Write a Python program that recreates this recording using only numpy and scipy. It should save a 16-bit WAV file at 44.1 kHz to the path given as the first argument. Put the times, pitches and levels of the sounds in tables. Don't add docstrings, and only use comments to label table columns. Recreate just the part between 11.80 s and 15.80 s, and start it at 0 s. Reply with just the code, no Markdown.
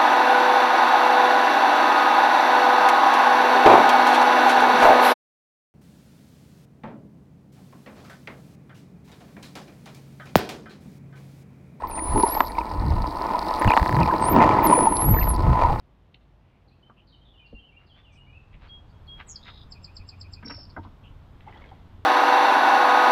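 import sys
import numpy as np
from scipy import signal
from scipy.io import wavfile
from scipy.ndimage import uniform_filter1d

SR = 44100
rng = np.random.default_rng(int(sys.argv[2]) if len(sys.argv) > 2 else 0)


def generate_wav(signal):
    frames = np.transpose(np.atleast_2d(signal))
    scaled = np.clip(frames, -1, 1) * 32767
    pcm = np.round(scaled).astype(np.int16)
    wavfile.write(sys.argv[1], SR, pcm)


N = 176400
T = np.arange(N) / SR

# (frequency [Hz], bandwidth [Hz], gain [dB])
HOUSING_MODES = [(318,150,2),(537,123,-1),(745,405,10.5),(888.3,156,13),(991.5,31.7,18),(1263,28,7),(1381,102,-5.5),(1646,354,-7.5),(2594,120,-16.5),(4250,460,-23.5)]
# (time [s], level [dB])
WATER_PUSH = [(0,-34.5),(.17,-34),(.4,-24.5),(.58,-26.5),(.66,-32),(1.3,-30),(1.88,-21),(2.08,-26.5),(2.52,-20.5),(2.63,-13),(2.88,-18),(3.1,-23.5),(3.56,-30),(3.83,-19.5),(4,-29)]


def whistle(contour, waver_hz=18, flutter_db=1.8):
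    s, hz, db = np.transpose(contour)
    pitch = uniform_filter1d(np.interp(T, s, hz), size=700) + waver_hz * drift(63)
    gate = np.clip(np.minimum(T - s[0], s[-1] - T) / .001 + 1, 0, 1)
    gain = from_db(np.interp(T, s, db) + flutter_db * drift(40))
    return np.sqrt(2) * gate * gain * np.sin(2 * np.pi * np.cumsum(pitch) / SR)


def dolphin_calls(echo_db=-15):
    # (time [s], frequency [Hz], level [dB])
    first = [(.071,16300,-52),(.103,10300,-45),(.135,9050,-40),(.21,9600,-34),(.335,10170,-36),(.385,10560,-28),(.435,10480,-30),(.55,11700,-33),(.6,11980,-35),(.645,11990,-44),(.685,11400,-47),(.72,9700,-49)]
    chirp = [(1.794,9300,-38.5),(1.822,12700,-54)]
    rising = [(2.405,9300,-52),(2.42,8100,-41),(2.455,8900,-32),(2.493,10900,-33),(2.52,13800,-30),(2.555,16400,-44)]
    last = [(2.828,16300,-37),(2.86,11750,-25),(2.88,10150,-29),(2.915,9620,-30),(2.975,9980,-23),(3.08,10460,-32),(3.2,11060,-27),(3.27,11370,-27),(3.35,11990,-30),(3.42,12200,-29),(3.465,11750,-37),(3.5,11130,-29),(3.537,10200,-42),(3.562,12200,-54)]
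    low_voice = [(s, hz * .805, db - 30) for s, hz, db in last[:4]]
    direct = sum(whistle(contour) for contour in (first, chirp, rising, last, low_voice))
    return direct + from_db(echo_db) * signal.fftconvolve(direct, scatter(t60=.11))[:N]


def sonar(tick_db=-13.5, jolt_db=25):
    # (time [s], level [dB])
    train = [(1.82,-17),(1.8462,-14),(1.8764,-11),(1.9052,-9.5),(1.937,-14),(1.9667,-10),(1.9966,-21),(2.029,-20),(2.0603,-18.5),(2.093,-17.5),(2.1265,-20),(2.1665,-18)]
    # (frequency [Hz], bandwidth [Hz], gain [dB])
    ring = [(1770,410,20.7)]
    hits = clicks(train)
    evened = np.sqrt(hits)
    ticks = from_db(tick_db) * signal.fftconvolve(evened, scatter(t60=.008))[:N]
    return ticks + resonate(evened, ring) + from_db(jolt_db) * resonate(hits, HOUSING_MODES)


def knocks():
    # (time [s], level [dB], frequency [Hz])
    soft_knocks = [(0.036,-18,1013),(.358,-13.5,876),(0.433,-7.5,928),(.566,-16,847),(.782,-14,940),(1.547,-13.5,965),(2.296,-10.5,1024),(2.323,-12,970),(2.784,-9,933),(2.925,-3,987),(2.976,-14.5,500),(3.069,-5.5,884),(3.847,-10,927),(3.901,-14,823)]
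    # (time [s], level [dB])
    slaps = [(.6053,30.5),(.6083,22.5),(1.9745,31),(3.729,9)]
    # (frequency [Hz], bandwidth [Hz], gain [dB])
    slap_ring = [(950,410,1.5),(1680,363,-8.5),(280,135,-9)]
    soft = sum(ping(s, db, hz, rise_s=.004) for s, db, hz in soft_knocks)
    return soft + resonate(clicks(slaps), slap_ring)


def churn(gain_db=-.5):
    push = grains(per_s=900, spread_db=5) + .47 * rng.standard_normal(N)
    return level(WATER_PUSH) * from_db(gain_db) * rms_one(resonate(push, HOUSING_MODES))


def gurgle():
    # (time [s], level [dB])
    envelope = [(0,-43),(1.3,-38.5),(2.35,-30.5),(2.9,-19),(3.2,-32),(4,-41)]
    # (frequency [Hz], bandwidth [Hz], gain [dB])
    bands = [(259,240,0),(306,54,0)]
    return level(envelope) * rms_one(resonate(grains(per_s=540, spread_db=4.5), bands))


def eddies(rumble_db=-38):
    # (centre time [s], half length [s], level [dB], frequency [Hz])
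    swells = [(0.341,0.07,-22,33.4),(0.378,0.027,-20,302),(0.439,0.0073,-17,308),(1.114,0.14,-19,47.5),(1.874,0.015,-10,51.6),(2.025,0.011,-15,46),(2.191,0.08,-18,103.5),(2.576,0.05,-16,262),(2.627,0.2,-25,90.6),(3.307,0.046,-13,67),(3.466,0.23,-20,54.5),(3.694,0.06,-13,57),(3.88,0.11,-20,39)]
    flow = from_db(rumble_db) * rms_one(resonate(rng.standard_normal(N), [(33.4, 45, 0)]))
    for s, half, db, hz in swells:
        width_hz = 94 * np.sqrt(hz / 100)
        swirl = resonate(rng.standard_normal(N), [(hz, width_hz, 0)])
        running_rms = np.sqrt(uniform_filter1d(swirl ** 2, size=int(4 * SR / hz)) + 1e-12)
        flow += from_db(db) * np.exp(-((T - s) / half) ** 2) * swirl / running_rms
    return flow


def bubbles(rise_s=.0016, sag_per_s=6, spread_s=.016, pitch_spread=.16, shed_db=-8):
    # (time [s], level [dB], frequency [Hz])
    near = [(.113,-40,2470),(.19,-29.5,1990),(.782,-27.5,2210),(1.899,-19,2530),(1.918,-15.5,2460),(2.231,-23,2530),(2.31,-23,1600),(2.606,-20,2080),(2.792,-25.5,2030),(3.387,-22,1820),(3.428,-25.5,2130)]
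    pings = np.zeros(N)
    for s, db, hz in near:
        pings += ping(s, db, hz, rise_s, sag_per_s)
        for late, higher in rng.standard_normal(size=(4, 2)):
            shed_hz = hz * (1 + pitch_spread * higher)
            pings += ping(s + spread_s * late, db + shed_db, shed_hz, rise_s, sag_per_s)
    return pings


def fizz(per_s=260, gain_db=-25):
    pitches = np.geomspace(1700, 2400, 10)
    rings = np.zeros(N)
    for hz in pitches:
        births = grains(per_s / len(pitches), spread_db=3)
        rings += resonate(births, [(hz, hz * .07, 0)]) * pitches[0] / hz
    flicker = from_db(4 * drift(12))
    return level(WATER_PUSH) * from_db(gain_db) * rms_one(rings * flicker)


def reef_crackle(far_db=1.5, hiss_db=-3.5):
    # (time [s], level [dB])
    envelope = [(0,-66.5),(.42,-49.5),(1.0,-56.5),(1.88,-47),(2.1,-47.5),(2.85,-54.5),(3.05,-56),(4,-54.5)]
    # (frequency [Hz], bandwidth [Hz], gain [dB])
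    snap_bands = [(4450,1250,0),(7500,4000,-19)]
    hiss_top = [(10500,10500,-11)]
    # (time [s], level [dB])
    near_snaps = [(.4274,1),(.787,-5),(1.2216,-6),(1.592,3),(2.232,0),(2.871,2),(3.169,3)]
    snaps = grains(per_s=100, spread_db=3.4)
    power = np.abs(signal.fftconvolve(snaps ** 2, scatter(t60=.007) ** 2)[:N])
    far = rms_one(resonate(np.sqrt(power) * rng.standard_normal(N), snap_bands))
    hiss = rms_one(resonate(rng.standard_normal(N), snap_bands[:1] + hiss_top))
    near = resonate(clicks(near_snaps), snap_bands)
    return level(envelope) * (from_db(far_db) * far + from_db(hiss_db) * hiss) + near


def camera_whine(hz=8600, waver_hz=45, db=-67):
    pitch = hz + waver_hz * drift(40)
    return from_db(db) * np.sin(2 * np.pi * np.cumsum(pitch) / SR)


def ping(s, db, hz, rise_s, sag_per_s=0):
    age = np.clip(T - s, 0, 20 * rise_s)
    swell = age / rise_s
    phase = 2 * np.pi * hz * age * (1 - sag_per_s * age / 2)
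    return from_db(db) * swell * np.exp(1 - swell) * np.sin(phase)


def resonate(x, bands):
    out = 0
    for hz, width, db in bands:
        low = np.hypot(hz, width / 2) - width / 2
        high = min(low + width, SR / 2 - 1000)
        sos = signal.butter(2, [low, high], "band", fs=SR, output="sos")
        out = out + from_db(db) * signal.sosfilt(sos, x + 1e-18)
    return out


def scatter(t60):
    t = T[T < t60]
    tail = rng.standard_normal(len(t)) * from_db(-60 * t / t60)
    return tail / np.linalg.norm(tail)


def clicks(rows):
    impulses = np.zeros(N)
    for s, db in rows:
        impulses[int(s * SR)] += from_db(db)
    return impulses


def grains(per_s, spread_db):
    sizes = from_db(spread_db * np.minimum(rng.exponential(1, N), 4.5))
    signs = rng.choice([-1, 1], N)
    return rms_one(sizes * signs * (rng.random(N) < per_s / SR))


def drift(corner_hz):
    pole = np.exp(-2 * np.pi * corner_hz / SR)
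    noise = rng.standard_normal(N + SR)
    return rms_one(signal.lfilter([1], [1, -2 * pole, pole * pole], noise)[SR:])


def level(rows):
    return from_db(np.interp(T, *np.transpose(rows)))


def from_db(db):
    return 10 ** (np.asarray(db) / 20)


def rms_one(x):
    return x / np.sqrt(np.mean(x ** 2) + 1e-20)


def scene():
    foreground = dolphin_calls() + sonar() + knocks()
    water = churn() + gurgle() + eddies() + bubbles() + fizz()
    return (foreground + water + reef_crackle() + camera_whine())[None]


def record(dry, notch_hz=1160, notch_width_hz=45, limit=.73, cutoff_hz=15850):
    notched = signal.lfilter(*signal.iirnotch(notch_hz, notch_hz / notch_width_hz, fs=SR), dry)
    limited = notched / (1 + (notched / limit) ** 6) ** (1 / 6)
    return signal.sosfilt(signal.ellip(12, .1, 80, cutoff_hz, fs=SR, output="sos"), limited)


dry = scene()
out = record(dry)
generate_wav(out)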